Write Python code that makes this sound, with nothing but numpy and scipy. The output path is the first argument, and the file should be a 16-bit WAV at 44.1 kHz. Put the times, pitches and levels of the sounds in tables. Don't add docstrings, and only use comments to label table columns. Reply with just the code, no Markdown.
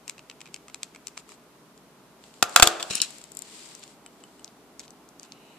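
import sys
import numpy as np
from scipy import signal
from scipy.fft import rfft, irfft
from scipy.io import wavfile
from scipy.ndimage import uniform_filter1d

SR = 44100
rng = np.random.default_rng(int(sys.argv[2]) if len(sys.argv) > 2 else 0)


def store_wav(level_fs):
    pcm = np.round(np.clip(np.atleast_2d(level_fs), -1, 1) * 32767)
    wavfile.write(sys.argv[1], SR, pcm.T.astype(np.int16))


N = 246449
TIME = np.arange(N) / SR
EDGE_HZ = 14450
LEAD = 48

# frequency in Hz, left gain in dB, right gain in dB.
PLASTIC_COLOUR = [(300, -25, -38), (810, -5, 2.5), (1330, 5.5, -0.5), (1580, -9.5, -0.5), (2400, 4.5, 6),
                  (3370, -2.5, 0), (4230, -1, -0.5), (5200, -2, -4), (6640, -2.5, -9.5), (7680, 2, -27),
                  (9400, -14.5, -28), (11800, -20, -39), (15600, -31, -13)]
# frequency in Hz, gain in dB.
DRAG_SPECTRUM = [(470, -40), (800, -18), (1680, -7), (2160, -3.5), (3800, 1), (6130, -6), (7600, -5),
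                 (8370, -12.5), (9660, -19), (14000, -30)]


def amp(db):
    return 10 ** (np.asarray(db) / 20)


def unit(x):
    return x / np.sqrt(np.mean(x ** 2) + 1e-20)


def read(points, hz, axis=1):
    table = np.array(points, float)
    return np.interp(np.log(hz + 1), np.log(table[:, 0] + 1), table[:, axis])


def sides(db):
    return amp(np.array([[.5], [-.5]]) * db)


def add(mix, s, sound):
    part = mix[:, round(s * SR):][:, :sound.shape[1]]
    part += sound[:, :part.shape[1]]


def causal(db):
    log_gain = np.log(amp(np.concatenate([db, db[..., -2:0:-1]], -1)))
    return np.exp(np.conj(signal.hilbert(log_gain)))[..., :db.shape[-1]]


def noise(colour, same, balance_db=0):
    hz = np.fft.rfftfreq(N, 1 / SR)
    left, other = rfft(rng.standard_normal((2, N)))
    same = np.clip(same, -1, 1)
    pair = np.array([left, same * left + np.sqrt(1 - same ** 2) * other])
    return unit(irfft(pair * amp(read(colour, hz)) * sides(balance_db) * (hz < EDGE_HZ), N))


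def chatter(decay, apart, size=4096, rise=0.0003, snap=2.5):
    t = np.arange(size) / SR
    shared, own = np.split(rng.standard_normal((3, size)), [1])
    fade = np.exp(-t / max(decay, 1e-4)) * (1 - np.exp(-t / rise))
    own_share = np.minimum(apart * np.fft.rfftfreq(size, 1 / SR) / 4000, 1)
    spectrum = snap + rfft(shared * fade) + own_share * rfft(own * fade)
    band_power = uniform_filter1d(abs(spectrum) ** 2, size=80, axis=1)
    return spectrum * causal(-10 * np.log10(band_power))


def blow(colour, apart, db, bass_db, treble_db, decay, spot_hz=None, spot_db=3.5, size=4096):
    hz = np.fft.rfftfreq(size, 1 / SR)
    shape_db = np.array([read(colour, hz, axis=1), read(colour, hz, axis=2)])
    shape_db += read([(1200, bass_db), (3500, 0), (9000, treble_db)], hz)
    if spot_hz:
        shape_db += spot_db * np.exp(-(np.log2((hz + 1) / spot_hz) / 0.13) ** 2)
    shape_db -= 10 * np.log10(1 + (colour[0][0] / (hz + 10)) ** 2)
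    sound = irfft(chatter(decay, apart) * causal(shape_db))
    sound = np.roll(sound, LEAD, axis=1)[:, :size // 2]
    sound /= np.sqrt(np.linalg.norm(sound, axis=1).prod())
    return amp(db) * sound * np.sqrt(.003 * SR)


def ring(x, modes):
    out = np.zeros_like(x)
    for hz, db, t60 in modes:
        radius = np.exp(-np.log(1000) / (t60 * SR))
        pole = radius * np.exp(2j * np.pi * hz / SR)
        out += 2 * amp(db) * signal.lfilter([1 - radius], [1, -pole], x + 1e-15).real
    return out


def clicks(rows, colour, modes, apart):
    out = np.zeros((2, N))
    for s, *tone in rows:
        add(out, s - LEAD / SR, blow(colour, apart, *tone))
    return out + ring(out, modes)


def hollow(x, spacing_hz, gain):
    hz = np.fft.rfftfreq(N, 1 / SR)
    comb = 1 + gain * np.exp(-2j * np.pi * hz / spacing_hz)
    return irfft(rfft(x) * comb, N) / np.sqrt(1 + gain ** 2)


def swells(rows):
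    return sum(amp(db) * np.exp(-((TIME - s) / length) ** 2) for s, db, length in rows)


def rub(pressure, colour, grain_db, same):
    # frequency in Hz, left over right in dB.
    balance = [(2500, -1), (5000, -3), (8000, 21.5), (14000, 11)]
    balance_db = read(balance, np.fft.rfftfreq(N, 1 / SR))
    roughness = unit(uniform_filter1d(rng.standard_normal(N), size=90))
    return pressure * unit(noise(colour, same, balance_db) * amp(grain_db * roughness))


def scuffs(rows, colour, below_db, fade_s):
    contacts = np.zeros(N)
    for s, db, *_ in rows:
        contacts[round(s * SR)] = amp(db + below_db)
    spread = np.exp(-abs(np.arange(-SR // 10, SR // 10) / SR) / fade_s)
    return signal.oaconvolve(contacts, spread, "same") * noise(colour, same=0.36)


def skids(rows, attack_s=0.0024, release_s=0.016):
    pressure = np.zeros(N)
    for s, length, db in rows:
        grip = np.clip((TIME - s) / attack_s, 0, 1)
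        release = np.exp(-np.maximum(TIME - s - length, 0) / release_s)
        pressure += amp(db) * grip * release
    return rub(pressure, DRAG_SPECTRUM, grain_db=2.0, same=0.52)


def room_noise(air_db=-55.5, hum_db=-76, hum_hz=61.3):
    # frequency in Hz, gain in dB.
    air_colour = [(18, -41), (30, -23.5), (65, -13.5), (91, -28), (131, -4.5), (230, -2.5), (367, -8.5),
                  (396, -2.5), (554, -11.5), (630, -7), (775, -17), (952, -9.5), (1350, -12.5),
                  (1720, -17.5), (14300, -27)]
    rush_colour = [(100, -26), (160, -12.5), (270, 9), (500, -3), (820, 2.5), (1400, -19.5), (2500, -40)]
    # frequency in Hz, correlation.
    air_likeness = [(60, -0.02), (180, 1), (540, 0.91), (1640, 0.42), (4950, -0.05), (14900, -0.23)]
    # time in seconds, level in dB.
    rush_levels = [(0, -61.5), (1.7, -65), (2.3, -61.5), (3.1, -61.5), (4, -59.5), (4.6, -59), (5.59, -59)]
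    hz = np.fft.rfftfreq(N, 1 / SR)
    air = amp(air_db) * noise(air_colour, read(air_likeness, hz))
    rush = amp(np.interp(TIME, *np.transpose(rush_levels))) * noise(rush_colour, same=0.95)
    return air + rush + amp(hum_db) * np.sin(2 * np.pi * hum_hz * TIME)


def room_echo(x, early_db=-18.5, early_decay_s=0.0081, onset_s=0.0031, blur_octaves=0.13):
    # frequency in Hz, t60 in seconds.
    tail_t60 = [(150, 0.83), (700, 0.92), (2000, 0.61), (7500, .46), (13000, .28)]
    # frequency in Hz, gain in dB.
    tail_gain = [(100, -32), (400, -7), (1400, -14), (3500, -19.5), (7500, -22), (12000, -25.5)]
    # delay in seconds, gain.
    reflections = [(.0098, 0.043), (0.0115, 0.058), (0.013, 0.061)]
    frames = dict(fs=SR, nperseg=256, noverlap=192)
    hz, t, spectra = signal.stft(x, **frames)
    octave = np.log2(hz + 1)
    blur = np.exp(-((octave[:, None] - octave) / blur_octaves) ** 2)
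    power = (blur / blur.sum(1, keepdims=True)) @ abs(spectra) ** 2
    age = t[t < 1]
    rate = 2 * np.log(1000) / read(tail_t60, hz)[:, None]
    late = amp(read(tail_gain, hz)[:, None]) ** 2 * rate * np.exp(-rate * age)
    early = amp(early_db) ** 2 / early_decay_s * np.exp(-age / early_decay_s)
    response = (late + early) * np.minimum(age / onset_s, 1) ** 2 * t[1]
    energy = abs(signal.fftconvolve(power, response[None], axes=-1)[..., :len(t)])
    diffuse = rng.standard_normal((2, N)) + rng.standard_normal(N)
    scatter = signal.stft(diffuse, **frames)[2]
    echo = signal.istft(scatter / scatter.std() * np.sqrt(energy), **frames)[1][:, :N]
    for s, gain in reflections:
        add(echo, s, gain * x)
    return echo


def hand_slide():
    # middle of the stroke in seconds, level in dB, half length in seconds.
    strokes = [(1.195, -48.5, 0.012), (1.315, -52, 0.035), (2.265, -57, 0.054), (2.38, -57.5, 0.049),
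               (2.535, -45.5, 0.039), (2.98, -44.5, 0.22), (3.6, -46.5, 0.2), (3.9, -58, 0.039),
               (4.3, -65, 0.27)]
    # frequency in Hz, gain in dB.
    colour = [(530, -37.5), (900, -10.5), (1600, -6.5), (1860, -2.5), (2180, -1.5), (4870, 1), (6270, -4.5),
              (7440, -2.5), (11300, -19.5), (14000, -22.5)]
    return rub(swells(strokes), colour, grain_db=1.5, same=0.11)


def writing(tip_chatter_s=0.00063, ping_chatter_s=0.0005):
    # start in seconds, then level, bass and treble in dB.
    taps = [(3.751, -40, 24, 8.5), (4.445, -35.5, -22, -7), (4.4783, -46, -11, -30),
            (4.7952, -35.5, 10.5, -1), (4.8016, -42.5, 23.5, -5), (4.88, -47.5, -3, -23),
            (4.906, -46, 0, 6), (5.0895, -50.5, -5, 4), (5.1969, -41, -3, -4), (5.2316, -42, 14, 2),
            (5.3213, -38.5, -11, -24)]
    # frequency in Hz, left and right gain in dB.
    tip_colour = [(500, -23, -32), (1510, -25, -36), (2300, -5.5, -3.5), (3300, -6.5, -10), (4700, 4.5, 6),
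                  (6500, 12.5, 2), (7600, 7.5, -13), (8230, 11, -14), (9860, -5, -20), (15000, -14, -19)]
    # start in seconds, level in dB.
    shifts = [(4.0627, -48.5), (4.2385, -51.5), (4.395, -58)]
    # frequency in Hz, gain in dB, t60 in seconds.
    refill_modes = [(3000, 20, 0.05), (8040, 21.4, 0.0072)]
    # middle in seconds, level in dB, half length in seconds.
    scratch_strokes = [(3.836, -48, 0.015), (4.207, -57, 0.0058), (4.808, -48, 0.0089), (4.844, -51, .016),
                       (5.243, -53.5, 0.023)]
    singing_strokes = [(5.537, -59.5, 0.27)]
    # frequency in Hz, gain in dB.
    squeak_colour = [(1500, -21), (2550, -4), (2920, 0.5), (3350, -20), (3900, -4.5), (4600, -21),
                     (8100, -15.5), (9500, -27)]
    touches = [(*row, tip_chatter_s) for row in taps]
    tip = clicks(touches, tip_colour, modes=[], apart=1.0)
    tip += scuffs(touches, tip_colour, below_db=-26.5, fade_s=0.0089)
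    refill_contacts = [(s, db, 0, 0, ping_chatter_s) for s, db in shifts]
    pings = clicks(refill_contacts, PLASTIC_COLOUR, refill_modes, apart=0.92)
    scratch = rub(swells(scratch_strokes), DRAG_SPECTRUM, grain_db=4.0, same=0.3)
    squeak = swells(singing_strokes) * noise(squeak_colour, same=0.31)
    return tip + scratch + pings + squeak


def pen_handling(tick_bass_db=0.5, tick_chatter_s=0.00086):
    # start in seconds, then relative level, bass and treble in dB, chatter decay in seconds.
    barrel_knocks = [(2.9076, -22, 13, -7, 0.0038), (2.9535, -18.5, 11.5, 14, 0.00084),
                     (3.0015, -21, -5, -26, 0.002), (3.0174, -11, -9.5, 2.5, 0.0007),
                     (3.0217, -20, -5, -11, .001)]
    # start and length in seconds, relative level in dB.
    barrel_scrapes = [(2.899, .036, -31.5), (2.946, .034, -31.5), (3.021, 0.013, -28)]
    # frequency in Hz, gain in dB, t60 in seconds.
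    barrel_modes = [(2820, 0, 0.11), (3950, 3, .09), (5190, -2, .08), (7407, 0, .08), (8460, -11, .08),
                    (9560, 3, .08)]
    # start in seconds, relative level and treble in dB.
    finger_ticks = [(1.777, -51, -6), (2.2393, -46, -18), (2.3403, -48.5, -11), (2.495, -39, 5),
                    (3.106, -40.5, 1), (3.184, -43, 4), (3.215, -44, -3), (3.24, -40, 0), (3.3186, -41, 8),
                    (3.3505, -45.5, 19), (3.3707, -32, 10), (3.3904, -35, 17), (3.421, -34, 6.5),
                    (3.7944, -49, 3), (3.878, -48, -9)]
    # frequency in Hz, left and right gain in dB.
    barrel_colour = [(306, -14, -13), (1002, -29, -25), (1970, -23, -26), (2850, -13, -10),
                     (4080, -10, -5.5), (5250, -1, -7.5), (6860, -3.5, -12), (7260, 1, -18),
                     (9750, -7, -32), (10600, -29, -35), (12740, -16.5, -47), (15000, -30, -38)]
    tick_colour = [(498, -15.5, -14), (2010, -17, -11.5), (4166, -7.5, -2), (6300, -6.5, -6.5),
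                   (7260, 11, -10.5), (8600, -2, -18.5), (12550, -10.5, -25.5), (15000, -15, -26.5)]
    knocks = clicks(barrel_knocks, barrel_colour, barrel_modes, apart=0.74)
    shifts = [(s, db, tick_bass_db, treble_db, tick_chatter_s) for s, db, treble_db in finger_ticks]
    ticks = clicks(shifts, tick_colour, modes=[], apart=0.9)
    scrape = skids(barrel_scrapes)
    barrel = hollow(knocks + scrape + ring(scrape, barrel_modes), spacing_hz=1374, gain=0.58)
    return amp(-2.0) * barrel + amp(-0.5) * ticks


def thumps():
    # start in seconds, level in dB, frequency in Hz, decay in seconds.
    pulses = [(1.172, -48.5, 670, 0.0034), (2.424, -39, 110.6, 0.0092), (2.6273, -7.5, 68.44, 0.0026),
              (2.67, -29.5, 100, 0.0032), (2.904, -42, 190, 0.017)]
    out, t = np.zeros((2, N)), np.arange(SR // 8) / SR
    for s, db, hz, decay in pulses:
        thump = amp(db) * np.exp(-t / decay) * np.sin(2 * np.pi * hz * t)
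        add(out, s, sides(db=18) * thump)
    return out


def desk_ring(flat_landing_s=2.627):
    # frequency in Hz, level in dB, t60 in seconds.
    modes = [(340, -30, 0.57), (437, -30, .45), (594, -31.5, .35), (656.6, -32, .35), (737, -26.5, .48)]
    out, t = np.zeros((2, N)), np.arange(SR) / SR
    for hz, db, t60 in modes:
        tone = amp(db) * np.exp(-np.log(1000) * t / t60) * np.sin(2 * np.pi * hz * t)
        add(out, flat_landing_s, sides(db=-0.5) * tone)
    return out


def key_click(s, db, bass_db, treble_db, decay, spot_hz, medium_db=-34, spot_db=5):
    softer_db = medium_db - db
    bass_db += 0.65 * softer_db
    decay *= amp(0.29 * softer_db)
    return s, db, bass_db, treble_db, decay, spot_hz, spot_db


def keypad(chatter_s=0.0011, duller_db=4):
    # start in seconds, relative snap level in dB, gap in
    # seconds, relative stop level, bass and treble in dB, the key's own resonance in Hz.
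    moves = [(0.0795, -29, 0.017, -24, -2, 15.5, 2690), (0.1808, -42, 0.012, -40, -11, 2.5, 2670),
             (0.2987, -33.5, 0.014, -41.5, -10, 0, 2620), (0.4057, -39.5, 0.0088, -35.5, -4, 9, 3340),
             (0.457, -43, 0.0078, -45, -12, 0, 2350), (0.474, -46, 0.013, -52, -14, 0, 2500),
             (.543, -27.5, 0.019, -38.5, -6, 10, 2870), (0.6825, -39, 0.016, -43.5, 3, 12.5, 3220),
             (0.7447, -28.5, 0.013, -54, 1, 10.5, 3930), (0.832, -22.5, 0.017, -55, -6, 10.5, 3500),
             (.948, -40.5, 0.012, -40, 0.5, 8.5, 2200), (1.0705, -26, 0.011, -35.5, -10, 15.5, 5800),
             (1.172, -39, 0.0042, -28.5, 4.5, 10, 5960), (1.2911, -40, 0.028, -40.5, 8.5, 21, 2380)]
    # frequency in Hz, gain in dB, t60 in seconds.
    modes = [(2450, -13, 0.0049), (7500, -22, .025)]
    contacts = []
    for s, db, gap, stop_db, bass_db, treble_db, hz in moves:
        contacts.append(key_click(s, db, bass_db, treble_db, chatter_s, hz))
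        contacts.append(key_click(s + gap, stop_db, bass_db, treble_db - duller_db, 0.96 * chatter_s, hz))
    snaps = amp(-3.0) * clicks(contacts, PLASTIC_COLOUR, modes, apart=1.0)
    return snaps + scuffs(contacts, PLASTIC_COLOUR, below_db=-29.5, fade_s=0.014)


def clatter(follow_decays=1.1, follow_db=-0.5):
    # start in seconds, then level, bass and treble in dB, chatter decay in seconds,
    # resonance of the struck edge in Hz.
    landings = [(2.4259, -9.5, 1.5, 2, 0.0014, 3668), (2.561, -2, 3, 3, 0.0014, 1480),
                (2.5983, -11.5, 5, -0.5, 0.0012, 1280), (2.624, 0.5, -0.5, 2.5, .003, 4330),
                (2.6725, -11.5, -0.5, 3, 0.00119, 3320), (2.7974, -30, -2.5, -8, 0.0062, 3360),
                (2.827, -26, -17, -4.5, .0012, 3130)]
    # frequency in Hz, left and right gain in dB.
    colour = [(172, -13, -17), (487, -7, -9), (710, -4.5, -4.5), (1030, -8, -7.5), (1340, -0.5, -1),
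              (2060, -11, -9.5), (2610, -3.5, -6), (3040, -11.5, -8.5), (3420, -5, -1), (4030, -10.5, -10),
              (4758, -7, -4.5), (5800, -8, -12), (7400, 0.5, -22), (9400, -11, -32), (15300, -18.5, -37.5)]
    # frequency in Hz, gain in dB, t60 in seconds.
    modes = [(716, -8, 0.13), (1212, -3, .33), (1380, -4, .11), (1607, -6, 0.12), (2550, -5.5, .04),
             (3440, -3.5, .035), (7530, -5.5, .06)]
    # start and length in seconds, level in dB.
    slips = [(2.566, .009, -26), (2.652, .026, -30.5)]
    other_edge = [(s + follow_decays * decay, db + follow_db, bass_db, treble_db, decay, hz)
                  for s, db, bass_db, treble_db, decay, hz in landings]
    return clicks(landings + other_edge, colour, modes, apart=0.9) + skids(slips)


def scene():
    keys, case, pen, tip = keypad(), clatter(), pen_handling(), writing()
    hand = hand_slide()
    echo = room_echo(keys + case + amp(-3.5) * pen + tip)
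    return keys + case + thumps() + desk_ring() + pen + tip + hand + echo + room_noise()


def record(dry):
    clipped = np.clip(dry, -1, 1)
    lowpass = signal.firwin(255, EDGE_HZ, window=("kaiser", 8), fs=SR)
    return signal.oaconvolve(clipped, lowpass[None], "same")


dry = scene()
out = record(dry)
store_wav(out)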